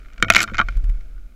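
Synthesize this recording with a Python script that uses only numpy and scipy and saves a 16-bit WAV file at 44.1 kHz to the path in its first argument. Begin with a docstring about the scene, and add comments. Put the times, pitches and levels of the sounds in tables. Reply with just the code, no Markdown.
"""Mountain bike down a rough grassy bank.

Heard from a camera on the rider. Chain and cables clatter on the frame, each blow a set of
damped modes plus a noise crack; the hardest clip the microphone and leave steel parts ringing.
The wheels then thud over three main bumps and roll on with low rumble and faint freewheel ticks."""
import sys
import numpy as np
from scipy import signal
from scipy.fft import rfft, irfft, next_fast_len
from scipy.io import wavfile

SR = 44100
rng = np.random.default_rng(int(sys.argv[2]) if len(sys.argv) > 2 else 0)


def pcm_store(signal):
    """Save signal as 16-bit PCM."""
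    levels = np.round(np.clip(np.atleast_2d(signal), -1, 1) * 32767)
    wavfile.write(sys.argv[1], SR, levels.astype(np.int16).T)


N = 59535
TIME_S = np.arange(N) / SR
BLOW_TIME_S = np.arange(SR // 20) / SR

# wind and ground rumble, before cap and trim (time [s], level [dB])
RUMBLE_ENVELOPE = [(0, -35.5), (.1, -40), (.2, -29.5), (.36, -27.5), (.42, -47), (.5, -34), (.56, -25.5),
                   (.8, -24.5), (1.1, -28.5), (1.22, -32.5), (1.35, -40)]
# tyres on grass (time [s], level [dB])
ROLL_ENVELOPE = [(0, -54), (.16, -56), (.24, -53), (.45, -46), (.65, -52.5), (.8, -52.5), (1.0, -54.5),
                 (1.1, -56.5), (1.35, -59.5)]
# freewheel ticks (time [s], level [dB])
TICK_ENVELOPE = [(0, -47), (.06, -42.5), (.17, -48.5), (.5, -47.5), (.75, -43), (.82, -58), (.9, -47),
                 (1.05, -57.5), (1.35, -59.5)]

# noise spectra (frequency [Hz], relative level [dB])
RUMBLE_SPECTRUM = [(12, -5), (25, -4.5), (40, -2.5), (52, -10), (70, -29.5), (110, -33), (300, -70),
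                   (1000, -120)]
ROLL_SPECTRUM = [(30, -11.5), (100, -1), (170, -7), (270, -4.5), (400, -14), (650, -14.5), (1000, -29),
                 (1420, -12.5), (1860, -29), (2250, -20.5), (2800, -27), (7000, -34), (10000, -46),
                 (15000, -48.5)]
SKID_SPECTRUM = [(500, -13), (1500, -1), (2250, 10), (3000, 1.5), (5000, -3), (7000, -13), (9000, -17.5),
                 (15000, -25)]
GRIT_SPECTRUM = [(150, -4.5), (600, 2), (1500, 5.5), (2300, 2), (4000, -4.5), (7000, -8.5), (14000, -17)]
JINGLE_SPECTRUM = [(1000, -16.5), (3000, 5), (7500, 1), (9200, -7), (11000, -1), (15500, -10)]
CRACK_SPECTRUM = [(150, -1.5), (600, -1.5), (950, -10), (1500, -5.5), (3000, 4.5), (4800, 2), (6300, -1),
                  (7400, 1), (8500, -18.5), (11000, -15), (15500, -27.5)]

# modes of the struck parts (frequency [Hz], relative level [dB], t60 [s])
TYRE_MODES = [(161, -4, .06), (224, 1.5, 0.063), (310.4, -4, 0.041), (562, -6, 0.063)]
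HANDLEBAR_MODES = [(97.5, 0, 0.96), (218, -3.5, 0.3), (315.6, -12.5, 0.12)]
STEEL_MODES = [(660, -40, .45), (1460, -37, .25), (2254, -35.5, 0.43), (2170, -38.5, .25)]
FRAME_MODES = [(212.6, -24.5, 0.07), (335, -23, 0.072), (520, -25, 0.014), (680.3, -20.5, 0.07),
               (1196, -12.5, 0.043), (1324, -10.5, 0.045), (1417, -2.5, 0.036), (1524.5, -8, 0.044),
               (1863, -3, 0.016), (2195, -2, 0.028), (2386, -5.5, .035), (2940, -12, .02), (3060, -10, .02),
               (3703, -16.5, 0.026), (4184, -26.5, 0.033), (5440, -25.5, .02), (6200, -26.5, 0.015)]

# tyres on roots and stones (time [s], level [dB])
TYRE_HITS = [(.199, -43), (0.2267, -17.5), (0.266, -27), (.302, -24), (0.52, -28.5), (.6, -23),
             (0.684, -34)]
# wheels over bumps (time [s], level [dB])
WHEEL_BUMPS = [(.643, -24), (.703, -24), (.772, -8), (.844, -10), (0.898, -9.5), (.951, -21)]
# jolts to the handlebar (time [s], level [dB])
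HANDLEBAR_JOLTS = [(.226, -28), (0.303, -33), (0.364, -34.5), (0.429, -33), (0.59, -33)]
# blows that ring the steel parts (time [s], level [dB])
STEEL_BLOWS = [(.226, 1), (.302, -6), (.365, -5), (.6, -14)]
# square hits on single parts (time [s], frequency [Hz], level [dB], t60 [s])
CLANK_NOTES = [(.2258, 2330, -5.5, .028), (.3016, 668, -7, .05), (.3016, 2180, -1, .025),
               (.3642, 2920, -9, .018), (.405, 1375, -18, .09), (.4298, 7700, -15, .018),
               (.4385, 1370, -20, .04), (.583, 1440, -21, .06), (.5915, 3090, -14, .025),
               (.5915, 880, -22, .055), (.6, 712, -22, .06), (.6, 1400, -11, .045),
               (.6131, 1165, -15, .045), (.6857, 1410, -20.5, .035), (.6857, 3100, -29, .022)]
# chain and cables on the frame (time [s], level [dB], mode tilt [dB], crack [dB], top-octave snap [dB])
FRAME_BLOWS = [(.132, -48, 6, 4, -3), (0.179, -33, 1, -6, -6), (0.2004, -31, -10, -13, -3),
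               (0.2253, 1.5, 7, -10.5, -6), (.2312, -14, 5, -20, -15.5), (0.2453, -16.5, -7, -21, -11.5),
               (.2835, -17.5, -8.5, -17, -8), (0.3014, 10.5, 9, -8, -5), (.3105, -9, 0, -18, -4),
               (0.3223, -13, -1.5, -3, -9), (0.3364, -14.5, 4.5, 3.5, -4), (0.3483, -4, 6, 3, -9),
               (0.3518, -15.5, -6, -6.5, -12.5), (.3582, -4, 1, -2.5, -3), (0.3637, 4, 7, -4.5, -7),
               (.3732, -13, 1, -8.5, -7), (0.3794, -12, 20.5, 3.5, -6), (0.385, -10, -2, -9, -8),
               (.3902, -9.5, 6, -1, -8), (0.3932, -12.5, 6, -6, -8), (0.404, -8, 4.5, 0, -2),
               (.4128, -11, -7.5, -15.5, 5), (0.4172, -15.5, 3, -2.5, 8.5), (0.4219, -19.5, 0, -1, 4),
               (.4268, -30, 2, 4, 13), (0.4298, -22, -18, 7, 7), (0.4383, -15, -13, -7, 6),
               (0.4767, -22.5, -6, -23, -17), (.4868, -24, -15, -32.5, -18), (0.4971, -26, -10.5, -31, -13),
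               (0.5148, -32.5, -12, -13.5, -9), (0.5365, -26.5, 3, -4, -21), (0.5444, -17, -5, -3, -21.5),
               (0.5534, -20.5, 0, -6, -17), (0.5694, -28, 4, 5, -17), (0.5821, -13, 0, 0, -13),
               (0.5876, -8.5, -3, -10, -16.5), (0.5915, -6.5, -3.5, -16, -13.5),
               (.6000, -3.5, -7, -19, -20), (0.6131, -8, -7.5, -20, -16.5), (0.6857, -20, -1, -10, -6.5),
               (1.008, -45, 1, -11, 5), (1.179, -48, -14.5, -11.5, -8)]

ATTACK_S, CRACK_T60_S = 0.00026, 0.011


def amp(db):
    """Decibels to gain."""
    return 10 ** (np.asarray(db) / 20)


def unit(x):
    """Scale to rms 1."""
    return x / np.sqrt(np.mean(x ** 2) + 1e-20)


def curve(points, s):
    """Linear interpolation of (time, value) points."""
    return np.interp(s, *np.transpose(points))


def noise(spectrum, size, snap_db=0, snap_hz=7800):
    """Coloured noise of rms 1, then shelved: snap_db / 2 below snap_hz, 3 * snap_db / 2 above."""
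    m = next_fast_len(size)
    hz = np.fft.rfftfreq(m, 1 / SR)
    point_hz, point_db = np.transpose(spectrum)
    colour_db = np.interp(np.log(hz + 1), np.log(point_hz + 1), point_db)
    shelf_db = snap_db * (1.5 - 1 / (1 + (hz / snap_hz) ** 20))
    gain = unit(amp(colour_db)) * amp(shelf_db)
    return irfft(rfft(rng.standard_normal(m)) * gain, m)[:size]


def add(track, s, sound):
    """Mix a sound into the track at time s."""
    part = track[max(round(s * SR), 0):][:len(sound)]
    part += sound[:len(part)]


def ring(modes, t, detune, tilt_db=0, pivot_hz=1700, tilt_octaves=0.45, scatter_db=2):
    """Damped modes, varied per blow; the contact point favours those above or below the pivot."""
    hz, db, t60_s = np.transpose(modes)[:, :, None]
    size, shift, phase = rng.standard_normal((3, len(modes), 1))
    offset = np.log2(hz / pivot_hz) / tilt_octaves
    gain_db = db + tilt_db * offset * np.exp(-offset ** 2 / 2) + scatter_db * size
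    tones = np.sin(2 * np.pi * (hz * (1 + detune * shift) * t + phase))
    return np.sum(amp(gain_db - 60 * t / t60_s) * tones, axis=0)


def struck(modes, hits, length_s, rise_s, detune):
    """One set of modes rung at each hit."""
    out, t = np.zeros(N), TIME_S[:round(length_s * SR)]
    onset = 1 - np.exp(-t / rise_s)
    for s, db in hits:
        add(out, s, amp(db) * onset * ring(modes, t, detune))
    return out


def knock(tilt_db, crack_db, snap_db, damp_db=0, rise_s=ATTACK_S):
    """One contact: frame modes plus a noise crack; damp_db cuts the ring after its first swings."""
    t = BLOW_TIME_S
    damp_s, energy_s = 0.003, 0.0012
    tail_db, tail_t60_s = -30, 0.05
    sustain = amp(-damp_db)
    body = ring(FRAME_MODES, t, detune=0.024, tilt_db=tilt_db)
    body *= sustain + (1 - sustain) * np.exp(-t / damp_s)
    body = unit(body) * np.sqrt(energy_s / t[-1])  # energy of level 1 held for energy_s
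    body *= (1 - np.exp(-t / ATTACK_S)) ** 2
    crack = amp(crack_db) * noise(CRACK_SPECTRUM, len(t), snap_db)
    fade = amp(-60 * np.maximum(t - rise_s + ATTACK_S, 0) / CRACK_T60_S)
    tail = amp(tail_db - 60 * t / tail_t60_s)
    return body + crack * (fade + tail) * (1 - np.exp(-t / rise_s))


def rolling(cap_db=-26, trim_db=-1):
    """Low rumble of wind and ground, plus tyre rustle on grass."""
    rumble_db = np.minimum(curve(RUMBLE_ENVELOPE, TIME_S), cap_db) + trim_db
    rumble = amp(rumble_db) * noise(RUMBLE_SPECTRUM, N)
    rustle = amp(curve(ROLL_ENVELOPE, TIME_S)) * noise(ROLL_SPECTRUM, N)
    return rumble + rustle


def freewheel(rate_hz=62, jitter_periods=0.17, scatter_db=2):
    """The freewheel ticks faintly and unevenly as the bike coasts."""
    out = np.zeros(N)
    for k, (late, size) in enumerate(rng.standard_normal((int(rate_hz * N / SR), 2))):
        s = (k + jitter_periods * late) / rate_hz
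        tick = knock(tilt_db=-1, crack_db=-9, snap_db=-10, rise_s=0.0015)
        add(out, s, amp(curve(TICK_ENVELOPE, s) + scatter_db * size) * tick)
    return out


def skid(peak_s=0.71, width_s=0.045, peak_db=-56.5):
    """A tyre skids through grass after the drop: a soft swell of noise."""
    swell = np.exp(-((TIME_S - peak_s) / width_s) ** 2 / 2)
    return amp(peak_db) * swell * noise(SKID_SPECTRUM, N)


def tyre_thuds():
    """Tyres knock dully on roots and stones."""
    return struck(TYRE_MODES, TYRE_HITS, length_s=0.1, rise_s=0.0013, detune=0.063)


def bumps(swing_hz=34.2, rise_s=0.011, fall_s=0.03, grit_db=-33.5, grit_s=0.003):
    """Each bump is a deep push that swings out, with a puff of grit at its peak."""
    out, t = np.zeros(N), np.arange(-SR // 10, SR // 5) / SR
    swing = np.exp(-np.abs(t) / np.where(t < 0, rise_s, fall_s)) * np.cos(2 * np.pi * swing_hz * t)
    for s, db in WHEEL_BUMPS:
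        grit = amp(grit_db) * np.exp(-np.abs(t) / grit_s) * noise(GRIT_SPECTRUM, len(t))
        add(out, s + t[0], amp(db) * (swing + grit))
    return out


def handlebar_shudder():
    """Jolts excite the handlebar's low modes."""
    return struck(HANDLEBAR_MODES, HANDLEBAR_JOLTS, length_s=0.5, rise_s=0.00075, detune=0.028)


def steel_ring():
    """Steel parts ring on after hard blows."""
    return struck(STEEL_MODES, STEEL_BLOWS, length_s=0.5, rise_s=0.00075, detune=0.0058)


def chain_jingle(start_s=0.302, end_s=0.436, start_db=-49, rise_db=9, links_per_s=700):
    """A dense spray of tiny link contacts that swells and stops."""
    progress = (TIME_S - start_s) / (end_s - start_s)
    swell = amp(start_db + rise_db * np.clip(progress, 0, 1)) * (progress > 0) * (progress < 1)
    contacts = (rng.random(N) < links_per_s / SR) * rng.standard_normal(N)
    grain = noise(JINGLE_SPECTRUM, len(BLOW_TIME_S)) * amp(-60 * BLOW_TIME_S / CRACK_T60_S)
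    return swell * unit(signal.fftconvolve(contacts, grain)[:N])


def clanks():
    """A part hit squarely rings briefly with its own note."""
    out, t = np.zeros(N), TIME_S[:SR // 5]
    onset = (1 - np.exp(-t / ATTACK_S)) ** 2
    for s, hz, db, t60_s in CLANK_NOTES:
        tone = np.sin(2 * np.pi * (hz * t + rng.random()))
        add(out, s, amp(db - 60 * t / t60_s) * onset * tone)
    return out


def clatter(soft_db=-11, rise_s_per_db=0.00006, hard_db=-7.5, damp_db_per_db=1.1):
    """Chain and cables strike the frame; grazing blows crack more slowly, hard ones ring less."""
    out = np.zeros(N)
    for s, db, tilt_db, crack_db, snap_db in FRAME_BLOWS:
        rise_s = ATTACK_S + rise_s_per_db * max(soft_db - db, 0)
        damp_db = damp_db_per_db * max(db - hard_db, 0)
        add(out, s, amp(db) * knock(tilt_db, crack_db, snap_db, damp_db, rise_s))
    return out


def scene(hiss_db=-70.5):
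    """The whole bike over faint hiss, mono."""
    metal = clatter() + steel_ring() + handlebar_shudder() + clanks() + chain_jingle()
    wheels = skid() + tyre_thuds() + freewheel() + bumps() + rolling()
    hiss = amp(hiss_db) * rng.standard_normal(N)
    return (metal + wheels + hiss)[None]


def record(dry, cutoff_hz=15800):
    """The camera clips the hardest blows, then low-passes steeply."""
    clipped = np.clip(dry[0], -1, 1)
    m = next_fast_len(2 * N)
    lowpass = 1 / (1 + (np.fft.rfftfreq(m, 1 / SR) / cutoff_hz) ** 80)
    return irfft(rfft(clipped, m) * lowpass, m)[None, :N]


dry = scene()
out = record(dry)
pcm_store(out)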